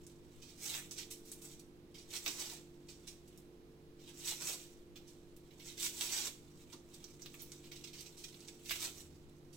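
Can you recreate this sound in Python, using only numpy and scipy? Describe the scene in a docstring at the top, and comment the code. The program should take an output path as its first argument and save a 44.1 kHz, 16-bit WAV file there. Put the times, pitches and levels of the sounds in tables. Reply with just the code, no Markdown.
"""Peeling papery vegetable skin

Dry, papery skin is cut and pulled off at a kitchen counter, close to a phone. It fails by brittle
fracture: each pull is a swarm of tiny breaks that swells and dies away. Between pulls come short rips,
snapping flakes, light fingering and soft knocks. A small hard room reflects them, and two appliance
motors hum underneath, with steady air noise and a brief low drone."""
import sys
import numpy as np
from scipy import signal
from scipy.fft import rfft, irfft
from scipy.io import wavfile
from scipy.ndimage import uniform_filter1d

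SR = 44100
rng = np.random.default_rng(int(sys.argv[2]) if len(sys.argv) > 2 else 0)


def generate_wav(signal):
    """Clip the signal to [-1, 1] and save it as 16-bit WAV at the path in sys.argv[1]."""
    frames = np.transpose(np.atleast_2d(signal))
    scaled = np.clip(frames, -1, 1) * 32767
    pcm = np.round(scaled).astype(np.int16)
    wavfile.write(sys.argv[1], SR, pcm)


N = 421596
T, FREQ = np.arange(N) / SR, np.arange(N // 2 + 1) * SR / N


def pulls(gain_db=-4):
    """Incoherent addition: overlapping pulls sum in power, and the strongest sets the timbre."""
    # strips dragged off: peak_s, level_db, swell_s, fade_s, body_db, treble_db, sheet_hz
    strips = [(0.661, -43, 0.026, 0.037, -19.5, -1.5, 4500), (0.744, -46, 0.038, 0.04, -14, -1.9, 3550),
              (0.991, -48.5, 0.018, 0.021, -22, -4.5, 5350), (1.3, -61.5, 0.024, .03, -20, -1, 5700),
              (1.45, -56.5, 0.018, .02, -13, 0, 6050), (1.52, -59, 0.033, 0.018, -27, -2, 5660),
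              (2.148, -46.5, 0.02, 0.031, -16.5, -2.5, 3630), (2.29, -44.5, 0.025, 0.029, -16, -2, 5000),
              (2.41, -46, 0.034, 0.039, -11.5, -3, 5130), (2.515, -52, 0.041, 0.035, -16, -2.5, 4600),
              (4.095, -58.5, 0.033, .012, -17, -4, 4030), (4.195, -53.5, 0.022, 0.017, -17, -2, 5400),
              (4.286, -41, 0.027, 0.032, -20.5, -2, 3950), (4.42, -48, .02, 0.024, -12, -2.3, 5300),
              (4.489, -41, 0.031, 0.025, -16, -1.6, 5670), (4.62, -58, 0.035, 0.032, -22, -2.5, 5540),
              (5.675, -53.5, 0.033, 0.032, -22, -3.5, 4300), (5.838, -38, 0.022, 0.025, -22.5, -1.3, 4500),
              (6.02, -41, 0.033, 0.031, -17.5, -0.5, 4430), (6.135, -40, 0.044, 0.037, -18, -3, 4850),
              (6.18, -40.5, 0.024, 0.033, -16, -3.5, 3880), (6.268, -39, 0.014, 0.0067, -14, -2, 5110),
              (8.715, -45, 0.028, .022, -25, -1, 2820), (8.76, -46, .007, 0.013, -17, -2, 2760),
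              (8.835, -40.5, 0.019, 0.023, -14, -2, 4640), (8.99, -54, 0.024, 0.025, -16, -1, 5260)]
    strips, t = np.array(strips), T[::64]
    powers = np.array([undb(db) ** 2 * swell(t - peak_s, swell_s, fade_s)
                       for peak_s, db, swell_s, fade_s in strips[:, :4]])
    total = powers.sum(axis=0)
    body_db, treble_db, sheet_hz = (np.interp(T, t, column @ powers / total) for column in strips.T[4:])
    skin = rustle(per_s=3200, spread_db=6.5, catch_db=1.5, body_db=body_db, treble_db=treble_db,
                  sheet_hz=sheet_hz, ring_db=7)
    return undb(gain_db) * np.sqrt(np.interp(T, t, total)) * skin


def swell(t, swell_s, fade_s):
    """Power envelope of a pull: exponential growth and decay, rounded off at t = 0."""
    from_peak = np.maximum(-t / swell_s, t / fade_s)
    return 1 / np.cosh(np.minimum(from_peak, 20)) ** 2


def rustle(per_s, spread_db, catch_db, body_db, treble_db, sheet_hz, ring_db):
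    """Stick-slip excitation: fractures catch and let go, driving the sheet and the vegetable under it."""
    # spectrum of the skin: frequency_hz, density_db
    skin_spectrum = [(880, -42), (1500, 2), (1670, 3.5), (2350, 2.5), (3610, 3.5), (4850, -1.5), (7600, 0),
                     (11000, -9), (15500, -6.5)]
    # spectrum of the vegetable: frequency_hz, density_db
    body_spectrum = [(150, -1), (300, 7), (550, 3.5), (900, 7), (1400, 5.5), (2200, -23.5)]
    swarm = fractures(per_s, spread_db) * undb(catch_db * walk(90))
    treble = undb(np.minimum(treble_db, -0.7))
    colour = undb(across(skin_spectrum)) / np.sqrt(1 + (1900 / (FREQ + 1)) ** 8)
    fine_share = 1 / (1 + (7000 / (FREQ + 1)) ** 10)  # the finest flakes make the treble
    coarse = unit(shape(swarm, colour * np.sqrt(1 - fine_share)))
    # the sheet's pitch slides as it bends: crossfade resonators a third of an octave apart
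    pitch_octaves = np.log2(sheet_hz) + 0.39 * walk(44)
    ring = sum(band(coarse, hz, q=3) * np.maximum(1 - 3 * np.abs(pitch_octaves - np.log2(hz)), 0)
               for hz in 2000 * 2 ** (np.arange(7) / 3))
    crinkle = unit(coarse + undb(ring_db) * ring) * np.sqrt(1 - treble ** 2)
    fizz = unit(shape(swarm, colour * np.sqrt(fine_share))) * treble
    rub = unit(shape(swarm, undb(across(body_spectrum)))) * undb(np.minimum(body_db, 0))
    return crinkle + fizz + rub


def fractures(per_s, spread_db, size=N):
    """Poisson process: tiny breaks come at random moments, a few much larger than the rest."""
    breaks = rng.random(size) < per_s / SR
    polarity = rng.choice([-1, 1], size)
    strength = undb(spread_db * np.clip(rng.standard_normal(size), -2, 2))
    return unit(breaks * polarity * strength + 1e-9)


def snaps(crackle_s=0.01, gain_db=-2.5):
    """Brittle fracture: a flake breaks with one impulse, and the crack runs on for a moment."""
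    # snapping flakes: start_s, level_db, pitch_hz, q
    breaks = [(0.067, -38.5, 7700, 1), (0.911, -31, 6500, 1.4), (1.109, -39, 7500, .9),
              (1.317, -29.5, 8750, 1.6), (2.2621, -18.5, 2700, 0.7), (2.2783, -21, 5200, 1.6),
              (3.376, -39, 9900, 0.87), (5.365, -43.5, 13000, 0.6), (5.829, -21.5, 5500, 0.55),
              (6.01, -20, 3530, 0.92), (6.0205, -37, 3600, .7), (7.042, -34, 5500, 1.5),
              (7.22, -34, 5870, 2.1), (7.2603, -32.5, 3640, 1.3), (7.3423, -32, 1800, .9),
              (7.4195, -29.5, 14500, 1.6), (7.519, -33, 5740, 0.73), (8.008, -30.5, 6500, 0.41),
              (8.344, -40, 3740, 1.8), (8.406, -39.5, 5400, 0.69), (8.477, -40.5, 6000, 0.95),
              (8.484, -33, 4160, 0.55), (8.6948, -25.5, 3940, 0.77), (8.709, -17, 2390, 1),
              (8.7183, -25, 2900, 0.43)]
    out, t = np.zeros(N), T[:4096]
    for start_s, db, hz, q in breaks:
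        thinness = np.log2(hz / 3500)  # thinner flakes crackle more and tick less
        crack = fractures(per_s=5000, spread_db=6.4, size=len(t)) * np.exp(-t / crackle_s)
        crackle = undb(-8.5 + 4.5 * thinness) * crack / np.linalg.norm(crack)
        click = flake(signal.unit_impulse(len(t)) + crackle, hz, q, body_db=-10 - 2 * thinness)
        add(out, start_s, undb(db + gain_db) * click / np.abs(click).max())
    return out


def rips(gain_db=-4.5):
    """Crack propagation: a small tear speeds up, then runs out; amplitude follows its speed."""
    # short tears: start_s, level_db, pitch_hz, rise_s, fall_s
    tears = [(0.415, -55.5, 4500, .008, 0.039), (0.47, -59, 4600, 0.022, .037),
             (0.733, -40, 2500, 0.0059, 0.013), (0.909, -46.5, 6600, 0.0069, 0.017),
             (0.968, -49, 5270, 0.016, 0.013), (1.102, -44, 7000, 0.01, 0.019),
             (1.249, -58, 8000, .005, 0.033), (1.316, -48, 8700, 0.0055, 0.012),
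             (1.416, -52.5, 7900, .003, .014), (1.59, -55.5, 7100, 0.0066, 0.0092),
             (1.942, -55, 4070, 0.0033, 0.033), (1.98, -57, 4940, .005, 0.037),
             (2.103, -52, 5500, .003, 0.023), (2.154, -49, 2700, .009, 0.011),
             (2.26, -43, 3000, .004, 0.015), (2.392, -41, 5700, .005, 0.011),
             (2.882, -53, 4740, .006, .034), (3.068, -49, 5260, .009, 0.024),
             (3.274, -60, 7640, .007, 0.0076), (3.986, -66, 3500, 0.0089, 0.057),
             (4.523, -40.5, 5960, .008, 0.013), (4.955, -53, 3380, 0.0054, 0.017),
             (5.068, -60, 5930, 0.013, .034), (5.504, -63.5, 2600, 0.0053, .018),
             (5.593, -54.5, 2700, 0.0054, 0.018), (5.776, -45.5, 4470, .003, 0.01),
             (5.858, -36, 3430, 0.0055, 0.0069), (6.008, -40, 3200, 0.0025, .007),
             (6.72, -50.5, 4730, 0.0098, 0.011), (6.936, -53, 6000, 0.0054, 0.012),
             (7.198, -62, 6040, .018, .01), (7.385, -53, 5000, 0.015, 0.028),
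             (7.635, -57.5, 3250, .008, 0.018), (7.714, -49, 3020, 0.0034, 0.017),
             (7.752, -51.5, 4600, 0.0094, 0.013), (7.837, -46.5, 4170, .004, .011),
             (7.868, -51, 3770, 0.0073, 0.01), (7.928, -52, 3800, 0.0046, .038),
             (7.975, -51, 4200, 0.011, 0.031), (8.055, -52, 4530, 0.0072, 0.0089),
             (8.165, -54.5, 5650, .011, 0.075), (8.236, -44, 4000, .006, 0.0086),
             (8.278, -57, 5030, .007, .012), (8.644, -55, 4200, .014, .044),
             (8.707, -33.5, 2330, 0.0034, 0.011), (9.525, -58.5, 6040, 0.0074, .03)]
    out, t = np.zeros(N), T[:8192]
    for start_s, db, hz, rise_s, fall_s in tears:
        speed = np.minimum(t / rise_s, np.exp(-(t - rise_s) / fall_s))
        force = fractures(per_s=7000, spread_db=4.4, size=len(t))
        tear = flake(force, hz, q=0.62, body_db=-14, broad_db=-13.5, fizz_db=-11)
        add(out, start_s, undb(db + gain_db) * speed * unit(tear))
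    return out


def flake(force, hz, q, body_db, broad_db=-15, fizz_db=-17):
    """Forced vibration: a scrap of skin rings and fizzes; the vegetable adds a dull tick."""
    edge = signal.sosfilt(signal.butter(3, 2100, "high", fs=SR, output="sos"), force)
    ring = band(band(edge, hz, q), hz, q)
    fizz = band(edge, 14300, q=6.1)
    body = band(band(force, 1350, q=0.72), 1350, q=0.72)
    return ring + undb(broad_db) * edge + undb(fizz_db) * fizz + undb(body_db) * body


def fingering(gain_db=-8, rest_db=-85.5, ramp_s=0.11):
    """Friction noise: light touches set off sparser fractures, a thin and grainy rustle."""
    # spells of touching: start_s, end_s, level_db
    spells = [(0, 0.153, -70.5), (0.164, .42, -76), (0.398, 1.6, -69.5), (1.947, 2.9, -77),
              (2.898, 3.43, -72), (4.03, 4.793, -70), (4.97, 5.556, -78), (5.54, 6.44, -70),
              (6.47, 6.762, -66), (6.87, 7.206, -63.5), (7.194, 8.577, -63), (8.536, 9.19, -69),
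              (9.2, 9.57, -80)]
    stir = undb(rest_db) + sum(undb(db) * ((T >= start) & (T < end)) for start, end, db in spells)
    stir = uniform_filter1d(stir, int(ramp_s * SR))
    skin = rustle(per_s=900, spread_db=3.5, catch_db=3.5, body_db=-11.5, treble_db=-2.5,
                  sheet_hz=4460, ring_db=5.5)
    return undb(gain_db) * stir * skin


def knocks(q=2.4, contact_s=0.013):
    """Damped resonance: a padded touch makes the counter ring briefly and dully."""
    # touches on the counter: start_s, level_db, pitch_hz
    touches = [(2.262, -50, 580), (2.278, -48.5, 360), (2.523, -53.5, 754), (4.316, -48.5, 900),
               (4.49, -51.5, 490), (4.535, -51.5, 560), (6.168, -48, 596), (6.27, -47.5, 480),
               (6.726, -54, 990), (6.735, -50.5, 298), (8.861, -52, 466)]
    out, t = np.zeros(N), T[:4096]
    for start_s, db, hz in touches:
        force = rng.standard_normal(len(t)) * np.exp(-t / contact_s)
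        thud = band(band(force, hz, q), hz, q=0.26)
        add(out, start_s, undb(db) * thud / np.abs(thud).max())
    return out


def peeling(gain_db=-1):
    """Source and filter: all the sounds of peeling are coloured by the same few resonances."""
    # common resonances: pitch_hz, q, level_db
    resonances = [(2360, 4.7, -5), (3780, 7.9, -12.5), (5860, 14, -4), (7840, 11, -5.5)]
    sources = pulls() + fingering() + snaps() + rips() + knocks()
    return undb(gain_db) * (sources + sum(undb(db) * band(sources, hz, q) for hz, q, db in resonances))


def kitchen(source, near_t60_s=0.066, near_db=0.5, room_t60_s=0.35, room_db=-3.5, hop=1400):
    """Reverberation: direct sound, early reflections and the room's short tail, as mid and side."""
    t = T[:SR // 5]
    mid_side = np.array([source, 0.43 * np.roll(source, 4)])
    onset = 1 - np.exp(-t / 0.0008)
    near, room = (unit(onset * undb(-60 * t / t60_s)) for t60_s in (near_t60_s, room_t60_s))
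    decay = np.hypot(undb(near_db) * near, undb(room_db) * room) / np.sqrt(len(t))
    window = signal.windows.cosine(2 * hop)
    for i in range(0, N, hop):  # the tear moves, and every spot has its own pattern of reflections
        segment = source[i:i + 2 * hop] * window[:N - i]
        response = decay * rng.standard_normal((2, len(t)))
        echoes = signal.fftconvolve(segment[None], response, axes=1)
        for track, echo in zip(mid_side, echoes):
            add(track, i / SR, echo)
    return mid_side


def motors():
    """Rotating machinery: a fridge and a fan each hum at orders of their own shaft rate."""
    # fridge hum: shaft_order, level_db
    fridge = [(.5, -75.5), (1, -76), (2, -75.5), (5, -74), (6, -69), (7, -64), (9, -73.5), (10, -82.5)]
    # fan hum: shaft_order, level_db
    fan = [(2, -79), (4, -68.5), (5, -75.5), (7, -78.5), (10, -73), (11, -82)]
    return hum(fridge, shaft_hz=49.33) + hum(fan, shaft_hz=36.5)


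def hum(partials, shaft_hz, drift=0.00093, waver_db=2.06):
    """Periodic forcing: partials locked to a slightly drifting shaft, each wavering in level."""
    angle = 2 * np.pi * np.cumsum(shaft_hz * (1 + drift * walk(2.04))) / SR
    out = np.zeros(N)
    for order, db in partials:
        amplitude = np.sqrt(2) * undb(db + waver_db * walk(3))
        out += amplitude * np.sin(order * angle + 2 * np.pi * rng.random())
    return out


def air(level_db=-62.5):
    """Ambient noise: dull, steady air, uncorrelated between mid and side."""
    # spectrum of the kitchen air: frequency_hz, density_db
    spectrum = [(12, 11), (30, -8), (60, 1), (125, -6.5), (165, 3), (200, -0.5), (270, -3), (350, -1.5),
                (480, -7), (700, -14), (1500, -22.5), (4000, -25), (9000, -32.5), (15500, -33.5)]
    colour = undb(across(spectrum))
    return np.array([undb(level_db + 0.09 * walk(4)) * unit(shape(rng.standard_normal(N), colour))
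                     for _ in range(2)])


def drone(hz=78, q=9):
    """Narrow-band noise: a faint low rumble that swells once."""
    # envelope of the rumble: time_s, level_db
    envelope = [(8.4, -90), (8.7, -68.5), (9.15, -67.5), (9.4, -80)]
    time_s, level_db = np.transpose(envelope)
    rumble = unit(band(band(rng.standard_normal(N), hz, q), hz, q))
    return rumble * undb(np.interp(T, time_s, level_db))


def ports(mid, side):
    """Mid-side stereo: balance and likeness of two microphone ports vary with frequency."""
    # port response: frequency_hz, left_minus_right_db, likeness (0-1)
    response = [(49.6, 1, 0.6), (150, -1, 0.84), (383, -3, 0.9), (740, -4, 0.07), (2950, -4.5, 0),
                (4900, -6, 0), (6200, -15, 0), (7070, 3, 0.76), (7700, 2.5, 0.5), (9300, 3.5, 1),
                (11500, -6, 1), (13400, -3, 0), (15200, -36, 0.2)]
    balance_db = across(response)
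    likeness = np.clip(across(response, column=2), 0, 0.99)
    side = shape(side, np.sqrt((1 - likeness) / (1 + likeness)))
    left, right = undb(balance_db / 2), undb(-balance_db / 2)
    rms_gain = np.hypot(left, right) / np.sqrt(2)
    return np.array([shape(mid + side, left / rms_gain), shape(mid - side, right / rms_gain)])


def undb(db):
    """Decibels to amplitude ratio."""
    return 10 ** (np.asarray(db) / 20)


def unit(x):
    """Normalisation to rms 1."""
    return x / np.sqrt(np.mean(x ** 2))


def across(points, column=1):
    """Linear interpolation of a table column over log frequency."""
    points = np.array(points)
    return np.interp(np.log(FREQ + 1), np.log(points[:, 0]), points[:, column])


def shape(x, gain):
    """Zero-phase filtering by a gain for each frequency."""
    return irfft(rfft(x) * gain, N)


def band(x, hz, q):
    """A causal second-order resonance."""
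    hz = min(hz, 0.42 * SR)
    return signal.lfilter(*signal.iirpeak(hz, max(q, 2.5 * hz / SR), fs=SR), x)


def walk(rate_hz):
    """Smooth random modulation with a spread near 1."""
    size = int(SR / rate_hz)
    steps = np.repeat(rng.standard_normal(N // size + 1), size)
    return 1.084 * uniform_filter1d(steps, size)[:N]


def add(track, start_s, sound):
    """Superposition of a short sound on a track."""
    i = int(start_s * SR)
    track[i:i + len(sound)] += sound[:N - i]


def scene():
    """Superposition at the microphones: peeling in the room, over air, hum and drone."""
    mid, side = kitchen(peeling()) + air()
    return ports(mid + motors() + drone(), side)


def record(dry, cutoff_hz=15850):
    """Band limiting: the phone's steep low-pass filter cuts the top."""
    return signal.sosfilt(signal.ellip(10, 0.2, 60, cutoff_hz, fs=SR, output="sos"), dry)


dry = scene()
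out = record(dry)
generate_wav(out)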